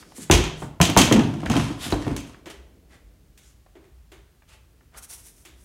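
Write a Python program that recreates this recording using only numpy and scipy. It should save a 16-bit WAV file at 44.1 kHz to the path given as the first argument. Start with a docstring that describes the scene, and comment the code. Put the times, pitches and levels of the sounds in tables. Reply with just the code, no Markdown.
"""Plastic bumper cover on a garage floor

A loose bumper cover is lowered onto concrete and dragged clear: chirped bending waves ring panel modes,
noise bursts with echoes and reverberation make the edge clacks, random slips make judder and scrape.
Filtered contacts give ticks, chirp and faint knocks; shaped friction noise gives shoe scuffs and cloth.
Low rumble, dull room tone, hiss and soft 57 Hz-range microphone bumps lie underneath.
"""
import sys
import numpy as np
from scipy import signal
from scipy.fft import rfft, irfft
from scipy.io import wavfile
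from scipy.ndimage import uniform_filter1d

SR = 44100
rng = np.random.default_rng(int(sys.argv[2]) if len(sys.argv) > 2 else 0)


def log_audio(samples):
    """Write samples as a 16-bit WAV file to the path given in sys.argv[1]."""
    # one column per channel
    frames = np.atleast_2d(samples).T
    # limit to full scale, then quantise
    limited = np.clip(frames, -1, 1)
    pcm = np.round(limited * 32767).astype(np.int16)
    wavfile.write(sys.argv[1], SR, pcm)


N = 249027
TIME_S = np.arange(N) / SR
TAIL_S = np.arange(int(0.9 * SR)) / SR  # time axis of one event

# Event levels below are before the trims inside the functions.
# Room tone: (time [s], level [dB])
ROOM_TONE = [(2.45, -57.5), (2.6, -60), (3.96, -71), (5.65, -64.5)]
# Scuffs of plastic and soles: (centre [s], half length [s], level [dB], resonance [Hz])
SCUFFS = [(0.005, 0.019, -49, 4970), (0.108, 0.051, -58, 5200), (0.175, 0.014, -41.5, 8450),
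          (0.225, 0.018, -40, 7600), (0.618, 0.031, -48.5, 7450), (1.849, 0.03, -32, 3460),
          (2.51, 0.0089, -43, 2970), (2.936, .022, -53.5, 1853), (3.468, 0.04, -59, 6510),
          (4.497, .011, -55.5, 3200), (4.533, 0.023, -54.5, 2700), (4.966, 0.02, -48.5, 1380)]
# Light dry ticks: (time [s], level [dB], resonance [Hz])
TICKS = [(0.025, -50, 1500), (0.119, -53.5, 900), (0.624, -38.5, 714), (1.197, -28.5, 850),
         (1.431, -41.5, 750), (1.461, -32, 1600), (1.538, -32.5, 1000), (1.598, -33, 1100),
         (2.343, -52, 1265), (3.662, -59.5, 860), (4.421, -60.5, 1190), (4.807, -63, 1400),
         (4.944, -54.5, 1470)]
# Panel flexing: (time [s], level [dB], weight [0 glancing, 1 full drop, more a slam], strongest pitch [Hz])
THUDS = [(0.179, -38.5, 0.058, 169.6), (0.297, -14, 0.93, 350.4), (0.33, -24.5, 1.1, 396.7),
         (0.385, -25, 0, 339.6), (0.618, -32.5, .7, 147), (0.8, -13.5, 0.77, 171.8),
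         (0.889, -22.5, 0.27, 301), (0.963, -14.5, 1.4, 190), (0.995, -13, 0.27, 254),
         (1.1105, -11.5, 0.47, 220), (1.158, -15.5, 0.34, 280), (1.194, -21, 0.029, 236),
         (1.429, -32.5, 0.42, 219), (1.452, -27.5, 0.25, 211), (1.498, -18, 0.38, 212),
         (1.556, -20, 0.49, 290), (1.701, -29, 0.2, 290), (1.921, -22, .85, 310), (2.065, -23.5, 0.29, 283),
         (2.106, -29.5, 0.4, 315)]
# Edge on concrete: (time [s], level [dB], top band re level [dB], echoes and room [dB])
CLACKS = [(0.312, -15, -9.5, 0), (0.3365, -26, -10, -3), (0.439, -33.5, -14, 0), (0.8138, -16.5, -8, -0.5),
          (0.899, -36, -5, -10), (0.9739, -13.5, -5.5, 1.5), (1.0169, -20.5, -13, -7),
          (1.1245, -21.5, -11, -5.5), (1.193, -37, -11, -4), (1.459, -43, -9.5, -0.5),
          (1.499, -33.5, -8, 2), (1.517, -33.5, -14.5, -2), (1.566, -31.5, -15.5, -4.5),
          (1.5979, -39.5, -12, 1), (1.9033, -40, -4, 5), (2.1643, -40, -2.5, -3), (2.4581, -50, -16, -4),
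          (2.501, -52, -6, -3.5)]
# Sag of the whole cover: (time [s], level [dB])
WOBBLES = [(0.321, -14), (1.452, -32), (1.92, -30), (2.106, -30.5)]
# Tugs along the floor: (time [s], length [s], judder [dB], grit [dB])
TUGS = [(1.202, 0.35, -17, -36.5), (1.495, 0.073, -20, -33), (1.553, 0.17, -15.5, -23.5),
        (1.855, 0.15, -26.5, -42), (1.992, 0.11, -42, -35), (2.062, 0.17, -19, -38.5),
        (2.265, 0.056, -54, -35)]
# Hollow knocks and steps: (time [s], level [dB], brightness [dB/octave])
KNOCKS = [(2.462, -49, -2.5), (3.374, -63, 3.5), (3.752, -62, -5.5), (3.839, -67.5, -3.5),
          (4.117, -55.5, -1.5), (5.45, -54.5, 1.5)]
# Soft bumps of the hand-held microphone: (time [s], level [dB])
BUMPS = [(2.56, -43), (2.83, -48.5), (3.02, -45.5), (3.26, -47), (3.53, -48.5), (3.91, -45), (4.14, -49.5),
         (4.94, -47), (5.5, -46)]
# Clothes swishing: (centre [s], half length [s], level [dB])
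SWISHES = [(4.984, 0.0098, -41), (5.04, 0.012, -42.5), (5.108, 0.011, -41), (5.137, .018, -40),
           (5.194, 0.021, -49.5), (5.27, 0.027, -47.5), (5.389, 0.057, -58), (5.631, 0.046, -60)]

# Bending modes of the panel: (frequency [Hz], level [dB], t60 [s])
PANEL_MODES = [(88, 0.5, 0.2), (109.3, 0, 0.41), (134.85, -1.5, 0.49), (156, -5, 0.95), (175, -1.5, 0.32),
               (204.8, -3, 0.42), (236.6, -0.5, .4), (277.3, 3, 0.32), (316, 0.5, .3), (344, -0.5, 0.16),
               (413, -1.5, 0.13), (515, -10.5, 0.23), (701, 0.5, .16), (766.6, -8, 0.25), (919, -0.5, 0.1),
               (1018, -8, 0.17), (1330, -15.5, 0.054)]
# Deepest modes of the cover: (frequency [Hz], level [dB], t60 [s])
WOBBLE_MODES = [(52, -2.5, .38), (83, -0.5, 0.2), (117, -3.5, 0.18)]
# Resonances of the stiff rim: (frequency [Hz], width [Hz], level [dB])
RIM_MODES = [(392, 32, 1.5), (670, 46, 5), (740, 43, 2), (910, 15, 2), (1020, 36, 6.5), (1380, 19, -1),
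             (2720, 400, 1.5), (3190, 100, 5.5), (6340, 260, 1)]
# Drive of the modes by dragging: (frequency [Hz], level [dB])
GROAN_SPECTRUM = [(50, -1), (110, 5), (170, 7), (240, 2), (330, 1), (450, 0), (1000, -10.5), (3000, -19)]
# Bending wave: (frequency [Hz], relative density [dB/Hz])
BEND_SPECTRUM = [(25, -8.5), (75, -0.5), (150, 3), (300, 4.5), (400, -0.5), (520, -4.5), (1000, -9),
                 (1700, -18.5), (2800, -24.5), (5000, -37.5), (16000, -70.5)]
# Edge slap: (frequency [Hz], relative density [dB/Hz])
EDGE_SPECTRUM = [(100, -8), (300, 7), (550, 8), (1000, 3), (1500, 2.5), (2100, 5), (3100, 5), (4000, -0.5),
                 (5300, -3.5), (6300, -1), (7500, -4.5), (10000, -11.5), (13000, -18), (16000, -26)]
# Hollow knock: (frequency [Hz], relative density [dB/Hz])
KNOCK_SPECTRUM = [(100, -19), (250, -2), (345, 13), (440, 3), (700, 1), (1800, 0), (2600, -4), (3600, -7),
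                  (4800, -10.5), (7000, -7), (16000, -18)]
# Scrape on concrete: (frequency [Hz], relative density [dB/Hz])
GRIT_SPECTRUM = [(150, -13.5), (500, 3), (1000, 3), (1900, 3.5), (3200, 1.5), (4800, 0), (8500, -1),
                 (11000, -4), (16000, -21.5)]
# Fabric rub: (frequency [Hz], relative density [dB/Hz])
CLOTH_SPECTRUM = [(150, -29.5), (500, -11.5), (2000, -8.5), (4600, -8.5), (5800, -0.5), (7500, -2.5),
                  (9400, 1.5), (12500, -4), (16000, -13.5)]
# Background noise: (frequency [Hz], relative density [dB/Hz])
AIR_SPECTRUM = [(25, -6.5), (58, 0), (90, -9), (140, -13.5), (210, -21.5), (320, -21), (600, -28.5),
                (1000, -41), (2000, -44), (5000, -47), (16000, -50.5)]
# Garage decay: (frequency [Hz], t60 [s])
GARAGE_T60 = [(80, 0.99), (250, 0.49), (700, 0.64), (2000, 0.53), (5000, 0.49), (9000, 0.3), (15000, 0.27)]
# Echoes of floor, car and walls: (delay [s], level [dB])
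ECHOES = [(.0045, -8), (.0138, -5.5), (.0255, -11.5), (.039, -9)]


def from_db(db):
    """Decibels to amplitude gain."""
    return 10 ** (np.asarray(db) / 20)


def rms_one(x):
    """Scale to unit mean power."""
    return x / np.sqrt(np.mean(x ** 2) + 1e-20)


def unit(x):
    """Scale to unit energy."""
    return x / np.sqrt(np.sum(x ** 2) + 1e-20)


def unit_in_window(window_s):
    """Gain that brings unit energy to unit mean power over a window."""
    return np.sqrt(window_s * SR)


def dying(t60_s):
    """Exponential envelope losing 60 dB in t60_s."""
    return np.exp(-np.log(1000) * TAIL_S / max(t60_s, 1e-4))


def build_up(rise_s):
    """Exponential onset toward one."""
    return 1 - np.exp(-TAIL_S / rise_s)


def at_hz(points, hz):
    """Interpolate a table on a log-frequency axis."""
    table_hz, value = np.transpose(points)
    return np.interp(np.log(np.maximum(hz, 1)), np.log(table_hz), value)


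def colour(x, spectrum, size=4096):
    """Causal minimum-phase filter with the given spectrum."""
    gain = from_db(at_hz(spectrum, np.fft.rfftfreq(size, 1 / SR)))
    cepstrum = irfft(np.log(gain))
    # folding the cepstrum makes the phase minimal
    cepstrum[1:size // 2] *= 2
    cepstrum[size // 2 + 1:] = 0
    impulse = irfft(np.exp(rfft(cepstrum)))
    return signal.fftconvolve(x, impulse)[:len(x)]


def resonant(spectrum, centre_hz, height_db, octaves):
    """A spectrum with one broad resonance added."""
    hz = np.geomspace(30, 18000, 120)
    hump = np.exp(-(np.log2(hz / centre_hz) / octaves) ** 2)
    return np.c_[hz, at_hz(spectrum, hz) + height_db * hump]


def resonate(x, hz, q):
    """Two-pole resonance with unit peak gain."""
    return signal.lfilter(*signal.iirpeak(hz, q, fs=SR), x)


def butter(x, order, hz, kind="low"):
    """Butterworth filter."""
    return signal.sosfilt(signal.butter(order, hz, kind, fs=SR, output="sos"), x)


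def add(out, time_s, sound):
    """Mix a sound in at time_s."""
    start = max(round(time_s * SR), 0)
    out[start:start + len(sound)] += sound[:N - start]


def voiced(x, edges_hz, levels_db, window_s):
    """Filter a blow so that its opening window has about the given level in each band."""
    size = int(window_s * SR)
    power = 2 * np.abs(rfft(x[:size], SR)) ** 2 / (size * SR)  # 1 Hz bins
    correction = []
    for lo, hi, db in zip(edges_hz, edges_hz[1:], levels_db):
        band_db = 10 * np.log10(power[int(lo):int(hi)].sum())
        correction.append((np.sqrt(lo * hi), db - band_db))
    return colour(x, correction)


def garage(build_s=0.0073):
    """Diffuse room tail: octaves of noise, each dying at its own rate."""
    centres_hz = 62.5 * 2.0 ** np.arange(9)
    white = rfft(rng.standard_normal(len(TAIL_S)))
    hz = np.fft.rfftfreq(len(TAIL_S), 1 / SR)
    tail = np.zeros(len(TAIL_S))
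    for centre_hz, share in zip(centres_hz, np.eye(len(centres_hz))):
        octave = irfft(white * at_hz(np.c_[centres_hz, share], hz), len(TAIL_S))
        tail += octave * dying(at_hz(GARAGE_T60, centre_hz))
    return unit(tail * build_up(build_s))


def in_room(x, room_db):
    """A sound plus its reverberation."""
    return x + from_db(room_db) * signal.fftconvolve(x, garage())[:len(x)]


def burst(t60_s):
    """Dense decaying noise of unit energy."""
    return unit(rng.standard_normal(len(TAIL_S)) * dying(t60_s))


def contact(t60_s, chatter_db, chatter_t60_s):
    """Hard touch: a brief crack and a fading chatter of tiny rebounds, 3000 per second."""
    rebounds = burst(chatter_t60_s) * (rng.random(len(TAIL_S)) < 3000 / SR)
    return burst(t60_s) + from_db(chatter_db) * unit(rebounds)


def grains(per_s, spread_db):
    """Random slips of uneven size and sign, at unit power."""
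    sizes = from_db(spread_db * np.minimum(rng.exponential(1, N), 4))
    signs = rng.choice([-1, 1], N)
    return rms_one(sizes * signs * (rng.random(N) < per_s / SR))


def friction():
    """Thousands of tiny slips a second merge into a slightly grainy hiss."""
    return grains(per_s=9000, spread_db=3)


def catching(catch_db=4):
    """Friction in which the edge now and then snags and lets go."""
    snags = rng.uniform(0.3, 1, N) ** 2 * (rng.random(N) < 70 / SR)
    grip = signal.fftconvolve(snags, dying(0.025))[:N]
    dull = butter(grip * rng.standard_normal(N), 1, 4000)
    return friction() + from_db(catch_db) * rms_one(dull)


def strokes(rubs, spectrum, resonance_db, room_db):
    """Short rubs: dense friction that swells and fades as a Gaussian."""
    out = np.zeros(N)
    slips = friction()[:len(TAIL_S)]
    for centre_s, half_s, db, slope_db_per_octave, peak_hz in rubs:
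        tilted = [(hz, level + slope_db_per_octave * np.log2(hz)) for hz, level in spectrum]
        shape = resonant(tilted, peak_hz, resonance_db, octaves=0.28)
        rub = rms_one(colour(rng.permutation(slips), shape))
        start_s = max(centre_s - 4 * half_s, 0)
        swell = np.exp(-((start_s + TAIL_S - centre_s) / half_s) ** 2 / 2)
        add(out, start_s, from_db(db) * rub * swell)
    return in_room(out, room_db)


def panel_ring():
    """Panel modes, excited with random strengths and signs for each point of contact."""
    strengths = from_db(rng.normal(0, 2.5, len(PANEL_MODES))) * rng.choice([-1, 1], len(PANEL_MODES))
    ring = np.zeros(len(TAIL_S))
    for strength, (hz, db, t60_s) in zip(strengths, PANEL_MODES):
        ring += strength * from_db(db) * np.sin(2 * np.pi * hz * TAIL_S) * dying(t60_s)
    return unit(ring)


def rim(x):
    """The stiff rim boosts or cuts the sound at its own pitches."""
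    return x + sum((from_db(db) - 1) * resonate(x, hz, hz / width_hz) for hz, width_hz, db in RIM_MODES)


def background(rumble_db=-56, murk_db=2.0, hiss_db=-68):
    """Three bands of one noise: low rumble, the room's varying dull tone, steady hiss."""
    noise = colour(rng.standard_normal(N), AIR_SPECTRUM)
    rumble = rms_one(butter(noise, 3, (41, 175), "band"))
    murk = rms_one(butter(noise, 3, (180, 1000), "band"))
    hiss = rms_one(butter(noise, 3, (900, 18000), "band"))
    times_s, levels_db = np.transpose(ROOM_TONE)
    murk_gain = from_db(np.interp(TIME_S, times_s, levels_db) + murk_db)
    return rumble * from_db(rumble_db) + murk * murk_gain + hiss * from_db(hiss_db)


def scuffs(tilt_db_per_octave=0.6, tilt_rise_db=2.5, level_db=-1.0):
    """Friction strokes of plastic and soles; the higher the resonance, the brighter the tilt."""
    rubs = []
    for centre_s, half_s, db, hz in SCUFFS:
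        # the tilt grows by tilt_rise_db per octave of resonance above 4 kHz
        slope = tilt_db_per_octave + tilt_rise_db * np.log2(hz / 4000)
        rubs.append((centre_s, half_s, db, slope, hz))
    return from_db(level_db) * strokes(rubs, GRIT_SPECTRUM, resonance_db=6.0, room_db=-6)


def ticks(t60_s=0.022, window_s=0.026, room_db=-9, q=1.5, dull_hz=2400, soft_s=0.0015):
    """Small parts touch: one brief, soft contact in a broad resonance."""
    out = np.zeros(N)
    for time_s, db, hz in TICKS:
        touch = contact(t60_s, chatter_db=-8.5, chatter_t60_s=0.1) * build_up(soft_s)
        add(out, time_s, from_db(db) * unit_in_window(window_s) * unit(resonate(touch, hz, q)))
    return in_room(butter(out, 2, dull_hz), room_db)


def thuds(level_db=-1.0, lag_s=0.001, window_s=0.032, build_s=0.0051, damping_hz=3200):
    """Bending waves travel faster at high pitch: a short falling chirp, then the panel rings."""
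    travel = 0.0696  # arrival delay [s] = travel / sqrt(frequency [Hz])
    rattle_db, rattle_t60_s, room_db, ring_db = 1, 0.14, -3.5, -5
    glancing_bass_db, full_bass_db, glancing_knock_db, full_knock_db = -18, 1, -15, -0.5
    crack_db, crack_t60_s = -29, 0.05
    out, cracks = np.zeros(N), np.zeros(N)
    hz = np.fft.rfftfreq(len(TAIL_S), 1 / SR)
    chirp = irfft(np.exp(-4j * np.pi * travel * np.sqrt(hz)), len(TAIL_S)) * (TAIL_S < 0.1)
    build = build_up(build_s)
    for time_s, body_db, weight, pitch_hz in THUDS:
        # more weight: deeper bass (up to a full drop) and harder knock
        bass_db = body_db + np.interp(weight, [0, 1], [glancing_bass_db, full_bass_db])
        knock_db = body_db + glancing_knock_db * (1 - weight) + full_knock_db * weight
        # the wave bounces between the panel's borders
        reflections = from_db(rattle_db) * unit(burst(rattle_t60_s) * build)
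        source = chirp + reflections + from_db(room_db) * garage()
        wave = unit(colour(source, resonant(BEND_SPECTRUM, pitch_hz, height_db=11, octaves=0.25)))
        sound = wave + from_db(ring_db) * panel_ring() * build
        thud = voiced(sound, (40, 130, 450, 2000), (bass_db, body_db, knock_db), window_s)
        add(out, time_s + lag_s, from_db(level_db) * thud)
        crack_gain = from_db(knock_db + crack_db) * unit_in_window(window_s)
        add(cracks, time_s + lag_s, crack_gain * burst(crack_t60_s))
    # soft plastic swallows the wave's treble; only a faint crack gets through
    return cracks + butter(out, 2, damping_hz)


def clacks(level_db=-0.5, window_s=0.039, room_db=-0.05):
    """The stiff edge slaps the concrete; near surfaces throw back scattered echoes."""
    crack_t60_s, echo_t60_s, tick_t60_s, tick_db = 0.02, 0.028, 0.01, -13
    mid_db, mid_follows = -15, 0.72
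    out = np.zeros(N)
    spectrum = resonant(EDGE_SPECTRUM, centre_hz=6300, height_db=2.0, octaves=0.12)
    for time_s, clack_db, sharpness_db, wet_db in CLACKS:
        tick = from_db(tick_db) * burst(tick_t60_s)
        direct = tick + contact(crack_t60_s, chatter_db=-4.5, chatter_t60_s=0.072)
        echoes = np.zeros(len(TAIL_S))
        for delay_s, db in ECHOES:
            echoes += from_db(db) * np.interp(TAIL_S - delay_s, TAIL_S, burst(echo_t60_s), left=0)
        wet = echoes + from_db(room_db) * garage()
        sound = rim(colour(direct + from_db(wet_db) * wet, spectrum))
        # a harder slap is a shorter contact: the middle grows less than the treble
        levels_db = (mid_db + mid_follows * clack_db, clack_db, clack_db + sharpness_db)
        add(out, time_s, from_db(level_db) * voiced(sound, (500, 2000, 7500, 16000), levels_db, window_s))
    return out


def wobbles(build_s=0.0076, window_s=0.04):
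    """The cover's weight lands and sets its deepest modes swinging at random phases."""
    out = np.zeros(N)
    for time_s, level_db in WOBBLES:
        swing = np.zeros(len(TAIL_S))
        for hz, db, t60_s in WOBBLE_MODES:
            swing += from_db(db) * np.sin(2 * np.pi * (hz * TAIL_S + rng.random())) * dying(t60_s)
        landing = unit(swing * build_up(build_s))
        add(out, time_s, from_db(level_db) * unit_in_window(window_s) * landing)
    return out


def drag(judder_db=-4, grit_db=-6, even_s=0.018, attack_s=0.0055, slowing_db=19.5):
    """Stick and slip keeps the panel's modes groaning while its edge rasps over the concrete."""
    judder, grit = np.zeros(N), np.zeros(N)
    for time_s, length_s, tug_judder_db, tug_grit_db in TUGS:
        # a tug breaks free at once, then fades by slowing_db over its length
        speed = build_up(attack_s) * from_db(-slowing_db * TAIL_S / length_s)
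        add(judder, time_s, from_db(tug_judder_db + judder_db) * speed)
        add(grit, time_s, from_db(tug_grit_db + grit_db) * speed)
    shake = colour(signal.fftconvolve(friction(), panel_ring())[:N], GROAN_SPECTRUM)
    # friction limits the swing, so the groan stays even
    shake_power = uniform_filter1d(shake ** 2, int(even_s * SR))
    even_shake = shake / np.sqrt(np.maximum(shake_power, 1e-12))
    rasp = grit * rms_one(rim(colour(catching(), GRIT_SPECTRUM)))
    return judder * even_shake + in_room(rasp, room_db=-2.0)


def squeak(time_s=1.924, hz=4030, width_hz=290, level_db=-33, t60_s=0.033, window_s=0.023, room_db=-15):
    """The edge sticks on concrete and chirps once: a noise burst in a narrow resonance."""
    out = np.zeros(N)
    chirp = unit(resonate(burst(t60_s), hz, hz / width_hz))
    add(out, time_s, from_db(level_db) * unit_in_window(window_s) * chirp)
    return in_room(out, room_db)


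def knocks(room_db=-5, window_s=0.045, soft_s=0.0043):
    """Light, distant knocks and steps: a hollow body tone under a click, tilted about 2 kHz."""
    out, room = np.zeros(N), garage()
    edges_hz = np.array([250, 600, 2000, 4500, 14000])
    octaves = np.log2(np.sqrt(edges_hz[:-1] * edges_hz[1:]) / 2000)
    band_db = np.array([-1.0, -4, 0.6, -3])  # body, middle, click, top
    spectrum = resonant(KNOCK_SPECTRUM, centre_hz=3520, height_db=3, octaves=0.11)
    for time_s, db, brightness in KNOCKS:
        direct = contact(t60_s=0.036, chatter_db=-5.5, chatter_t60_s=0.22) * build_up(soft_s)
        sound = colour(direct + from_db(room_db) * room, spectrum)
        add(out, time_s, voiced(sound, edges_hz, db + brightness * octaves + band_db, window_s))
    return out


def bumps(centre_hz=56.52, crest_s=0.031):
    """Microphone bumps: deep swells of a few cycles, pitch varying by up to 15 %."""
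    out = np.zeros(N)
    swell = TAIL_S / crest_s * np.exp(1 - TAIL_S / crest_s)
    for time_s, db in BUMPS:
        hz = centre_hz * rng.uniform(0.85, 1.15)
        add(out, time_s, from_db(db) * swell * np.sin(2 * np.pi * hz * TAIL_S))
    return out


def clothes(tilt_db_per_octave=-0.55, fabric_hz=9340, level_db=-1):
    """Friction strokes, all with the colour of the same fabric."""
    rubs = [(centre_s, half_s, db, tilt_db_per_octave, fabric_hz) for centre_s, half_s, db in SWISHES]
    return from_db(level_db) * strokes(rubs, CLOTH_SPECTRUM, resonance_db=1, room_db=-11.0)


def scene():
    """Sum of all sources at one microphone, the same in both channels."""
    cover = ticks() + thuds() + clacks() + wobbles() + drag() + squeak()
    surroundings = background() + scuffs() + knocks() + bumps() + clothes()
    mono = cover + surroundings
    return np.array([mono, mono])


def record(dry):
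    """Cut the deepest bass, round the loudest peaks, cut the top."""
    low_cut_hz, top_cut_hz, ceiling = 36, 15850, 0.76
    bass_cut = butter(dry, 3, low_cut_hz, "high")
    rounded = ceiling * np.tanh(bass_cut / ceiling)
    top_cut = signal.ellip(12, 0.1, 80, top_cut_hz, fs=SR, output="sos")
    return signal.sosfilt(top_cut, rounded)


dry = scene()
out = record(dry)
log_audio(out)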